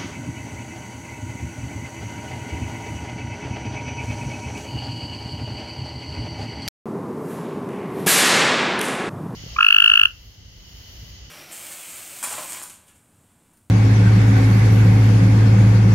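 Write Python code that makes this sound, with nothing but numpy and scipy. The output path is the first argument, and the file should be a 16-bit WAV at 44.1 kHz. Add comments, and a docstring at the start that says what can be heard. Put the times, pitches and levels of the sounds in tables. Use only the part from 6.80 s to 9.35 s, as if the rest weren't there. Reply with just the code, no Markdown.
"""A large gym, one microphone, ventilation rumbling. An arm swishes through a pitch and the spinning plastic
ball whirs across the hall; a faint click, the thud of a foot, a shoe scuff. Far off, the ball cracks against a
hard backboard, which thumps and pings. The crack fills the hall and a limiter holds the echo level for a while.
Two sharp clicks sound close to the microphone, then the echo is cut off abruptly and a softer, deeper rumble is
left."""
import sys
import numpy as np
from scipy import signal
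from scipy.fft import rfft, irfft
from scipy.io import wavfile
from scipy.ndimage import uniform_filter1d

SR = 44100
rng = np.random.default_rng(int(sys.argv[2]) if len(sys.argv) > 2 else 0)


def wrap_up_sound(samples):
    """Save the sound to the file named by the first command line argument, as 16-bit audio."""
    columns = np.atleast_2d(samples).T
    # keep every value between -1 and 1, then stretch to whole-number steps
    tamed = np.clip(columns, -1, 1)
    steps = np.round(tamed * 32767).astype(np.int16)
    wavfile.write(sys.argv[1], SR, steps)


N = 112454
TIME = np.arange(N) / SR
HIT_S = 1.2628  # the ball meets the backboard


def amp(db):
    """Decibels to gain."""
    return 10 ** (np.asarray(db) / 20)


def read(points, hz):
    """Reads a table on a log-frequency axis."""
    table_hz, value = np.transpose(points)
    return np.interp(np.log(hz + 1), np.log(table_hz + 1), value)


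def since(start_s):
    """Time since start_s, zero before it."""
    return np.maximum(TIME - start_s, 0)


def later(x, delay_s):
    """Delays a sound."""
    return np.pad(x, (round(delay_s * SR), 0))[:N]


def noise(colour):
    """Steady noise of rms 1; colour has columns frequency_hz, level_db."""
    gain = amp(read(colour, np.fft.rfftfreq(N, 1 / SR)))
    shaped = irfft(rfft(rng.standard_normal(N)) * gain, N)
    return shaped / np.sqrt(np.mean(shaped ** 2) + 1e-20)


def snap(start_s, colour, t60_s, size=4096):
    """A very short noise burst of energy 1 with the given spectrum."""
    burst = rfft(rng.standard_normal(size) * amp(-60 * TIME[:size] / t60_s))
    log_gain = np.log(amp(read(colour, abs(np.fft.fftfreq(size, 1 / SR)))))
    minimum_phase = np.exp(np.conj(signal.hilbert(log_gain)))[:len(burst)]  # keeps the attack sharp
    sound = irfft(burst * minimum_phase, size)
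    return np.pad(sound / np.linalg.norm(sound), (round(start_s * SR), N))[:N]


def hall_echo(colour=((20, 0), (20000, 0))):
    """The gym's dense reflections, energy 1: they build quickly, the bass later, and lose treble first."""
    # decay of the hall: frequency_hz, t60_s
    decay = [(120, 1.6), (400, 4), (1000, 3.8), (2000, 2.67), (3600, 2.11), (5600, 1.405), (8400, 0.92),
             (11500, 0.58), (15000, 0.37)]
    gap_s, build_s = 0.0019, 0.017
    bloom_db, bloom_s, bloom_hz = -1.5, 0.19, 1200
    hz, t, spectrum = signal.stft(noise(colour), SR, nperseg=512)
    bass_lag_db = bloom_db * np.exp(-t / bloom_s) / (1 + (hz[:, None] / bloom_hz) ** 2)
    decay_db = -60 * t / read(decay, hz)[:, None]
    tail = signal.istft(spectrum * amp(bass_lag_db + decay_db), SR, nperseg=512)[1][:N]
    tail *= 1 - np.exp(-since(gap_s) / build_s)
    return tail / np.linalg.norm(tail)


def in_hall(x, wet_db):
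    """A sound as it reaches the microphone: direct, plus the hall's echo."""
    return x + amp(wet_db) * signal.fftconvolve(x, hall_echo())[:N]


def swell(peak_s, rise_s, fall_s):
    """An envelope that grows exponentially to 1 and dies away."""
    t = TIME - peak_s
    return np.exp(np.minimum(t / rise_s, -t / fall_s))


def ventilation():
    """Room tone: moving air rumbles steadily through the gym."""
    # spectrum of the ventilation: frequency_hz, level_db
    colour = [(30, -65), (65, -33), (105, -15), (150, -5.5), (250, -4.5), (310, -8.5), (400, -4.5),
              (540, -15), (780, -18.5), (1050, -16.5), (1500, -31), (2100, -36), (3000, -46.5),
              (5000, -49.5), (11500, -50), (15500, -62)]
    return amp(-29.5) * noise(colour)


def arm_swish():
    """The pitcher's arm swings with a rubbing noise that swells and fades."""
    # spectrum of the swish: frequency_hz, level_db
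    colour = [(500, -36), (1500, 12), (3500, -6), (6000, -2.5), (9000, 0), (12000, 2.5), (14500, -4),
              (15500, -9)]
    envelope = swell(peak_s=0.515, rise_s=0.073, fall_s=0.03)
    return in_hall(amp(-48) * envelope * noise(colour), wet_db=5)


def ball_whir(spin_hz=72, spin_depth=0.48):
    """Air flutters over the flying ball in a band of noise that throbs with the spin."""
    # stretches of whirring: start_s, end_s, level_db, centre_hz, width_octaves
    whirs = [(.5, 0.723, -57.5, 2670, 0.42), (0.88, 1.057, -50, 1990, 0.38)]
    flutter = np.zeros(N)
    for start_s, end_s, db, hz, octaves in whirs:
        near, far = 2 ** octaves, 8 ** octaves
        band = noise([(hz / far, -25), (hz / near, -5), (hz, 0),
                      (hz * near, -5), (hz * far, -25), (hz * 10, -50)])
        envelope = np.minimum(since(start_s) / 0.0093, 1) * np.exp(-since(end_s) / 0.046)
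        flutter += amp(db) * envelope * band
    throb = 1 + spin_depth * np.sin(2 * np.pi * spin_hz * TIME)
    return in_hall(flutter * throb, wet_db=-2.5)


def clicks(wet_db=2.5):
    """Small hard clicks near the microphone arrive direct, off single surfaces, then from the hall."""
    # the clicks: start_s, level_db
    events = [(0.89, -29), (1.9923, -6), (2.0137, -0.5)]
    # spectrum of a click: frequency_hz, level_db
    colour = [(300, -22), (2000, -7), (4500, -7), (6000, -4), (7500, 0), (10500, 1), (13000, -12),
              (15500, -18)]
    # reflections from floor, ceiling and walls: delay_s, level_db
    surfaces = [(0.0163, -10), (0.041, -11.5), (.071, -12.5), (.14, -19)]
    out = np.zeros(N)
    for start_s, db in events:
        direct = snap(start_s, colour, t60_s=0.0059)
        reflections = sum(amp(bounce_db) * later(direct, delay_s) for delay_s, bounce_db in surfaces)
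        echo = amp(wet_db) * later(hall_echo(colour), start_s)
        out += amp(db) * (direct + reflections + echo)
    return out


def footfall(start_s=1.165, hz=185, t60_s=0.41):
    """The pitcher's foot lands with a soft low thud."""
    t = since(start_s)
    thud = noise([(hz / 3, -35), (hz, 0), (hz * 2.8, -10), (hz * 10, -45), (hz * 30, -80)])
    return amp(-24 - 60 * t / t60_s) * np.minimum(t / 0.0084, 1) * thud


def shoe_scuff():
    """A sole rubs briefly over the gym floor."""
    # spectrum of the scuff: frequency_hz, level_db
    colour = [(500, -7), (2000, 7), (3500, 1), (6000, -6), (10500, -2), (11500, 3), (12300, -4),
              (14000, -8), (15500, -20)]
    envelope = swell(peak_s=1.2, rise_s=0.055, fall_s=0.034)
    return in_hall(amp(-45.5) * envelope * noise(colour), wet_db=4)


def ball_crack():
    """The ball's shell snaps on the board; at this distance nearly all of it arrives as echo."""
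    # spectrum of the crack: frequency_hz, level_db
    colour = [(60, -35), (130, -7), (250, -0.5), (500, -1.5), (900, -2), (1400, 0), (2100, 2), (2900, -0.5),
              (3900, -0.96), (5200, -2.5), (6500, -1.5), (7800, 1), (9500, 1), (10500, 1), (11300, 4.5),
              (12100, 0.5), (13000, -2), (15500, -15)]
    echo = later(hall_echo(colour), HIT_S)
    direct = snap(HIT_S, colour, t60_s=0.027)
    return amp(-4) * direct + amp(32) * echo


def board_thump(rise_s=0.0028):
    """The struck backboard thumps and rings briefly, radiating little deep bass."""
    # modes of board and ball: pitch_hz, level_db, t60_s
    modes = [(190.7, -13, 0.15), (256, -10, 0.038), (383, -8, 0.043), (577, -14, 0.03), (762, -12, .04),
             (1316, -21.5, 0.064), (2280, -31, .06), (2740, -24, .05)]
    t = since(HIT_S + 0.00148)
    ring = sum(amp(db - 60 * t / t60_s) * np.sin(2 * np.pi * hz * t) for hz, db, t60_s in modes)
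    low_cut = signal.butter(2, 130, "high", fs=SR, output="sos")
    thump = signal.sosfilt(low_cut, ring * np.minimum(t / rise_s, 1))
    return in_hall(thump, wet_db=-6)


def frame_ping(start_s=1.276, pitch_hz=1682, rise_s=0.0028, t60_s=0.069):
    """The board's shaken frame gives a short ping just after the thump."""
    t = since(start_s)
    envelope = amp(-5 - 60 * t / t60_s) * np.minimum(t / rise_s, 1)
    return in_hall(envelope * np.sin(2 * np.pi * pitch_hz * t), wet_db=-5.5)


def quiet_hall():
    """Closing room tone: a steady rumble, a little softer and deeper."""
    # spectrum of the deeper rumble: frequency_hz, level_db
    colour = [(30, -60), (60, -37), (100, -0.5), (160, 0), (230, -4), (330, -8.5), (520, -15), (1100, -18),
              (1550, -27.5), (2100, -36), (3000, -41.5), (4500, -47), (11500, -46), (15500, -55)]
    return amp(-31) * noise(colour)


def scene(quiet_s=2.293, crossfade_s=0.0036):
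    """The pitch gives way abruptly to the quiet hall; one microphone feeds both channels."""
    pitch = ventilation() + arm_swish() + ball_whir() + clicks() + footfall() + shoe_scuff()
    impact = ball_crack() + board_thump() + frame_ping()
    quiet_share = np.clip((TIME - quiet_s) / crossfade_s + 0.5, 0, 1)
    fade_in = np.clip((TIME - 0.0567) / 0.00036, 0, 1)
    mono = fade_in * ((1 - quiet_share) * (pitch + impact) + quiet_share * quiet_hall())
    return np.array([mono, mono])


def record(dry):
    """Behind the microphone a limiter ducks quickly and recovers steadily; a low-pass trims the top."""
    threshold_db, ratio, window_s, recover_db_per_s = -14.9, 22, 0.0068, 62
    power = uniform_filter1d(dry[0] ** 2, round(window_s * SR))
    power_db = 10 * np.log10(abs(power) + 1e-12)
    recovery_db = TIME * recover_db_per_s
    held_db = np.maximum.accumulate(power_db + recovery_db) - recovery_db
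    over_db = uniform_filter1d(np.maximum(held_db - threshold_db, 0), size=128)
    limited = dry / amp((1 - 1 / ratio) * over_db)
    low_pass = signal.firwin(511, 15650, window=("kaiser", 9), fs=SR)
    return signal.oaconvolve(limited, low_pass[None], "same")


dry = scene()
out = record(dry)
wrap_up_sound(out)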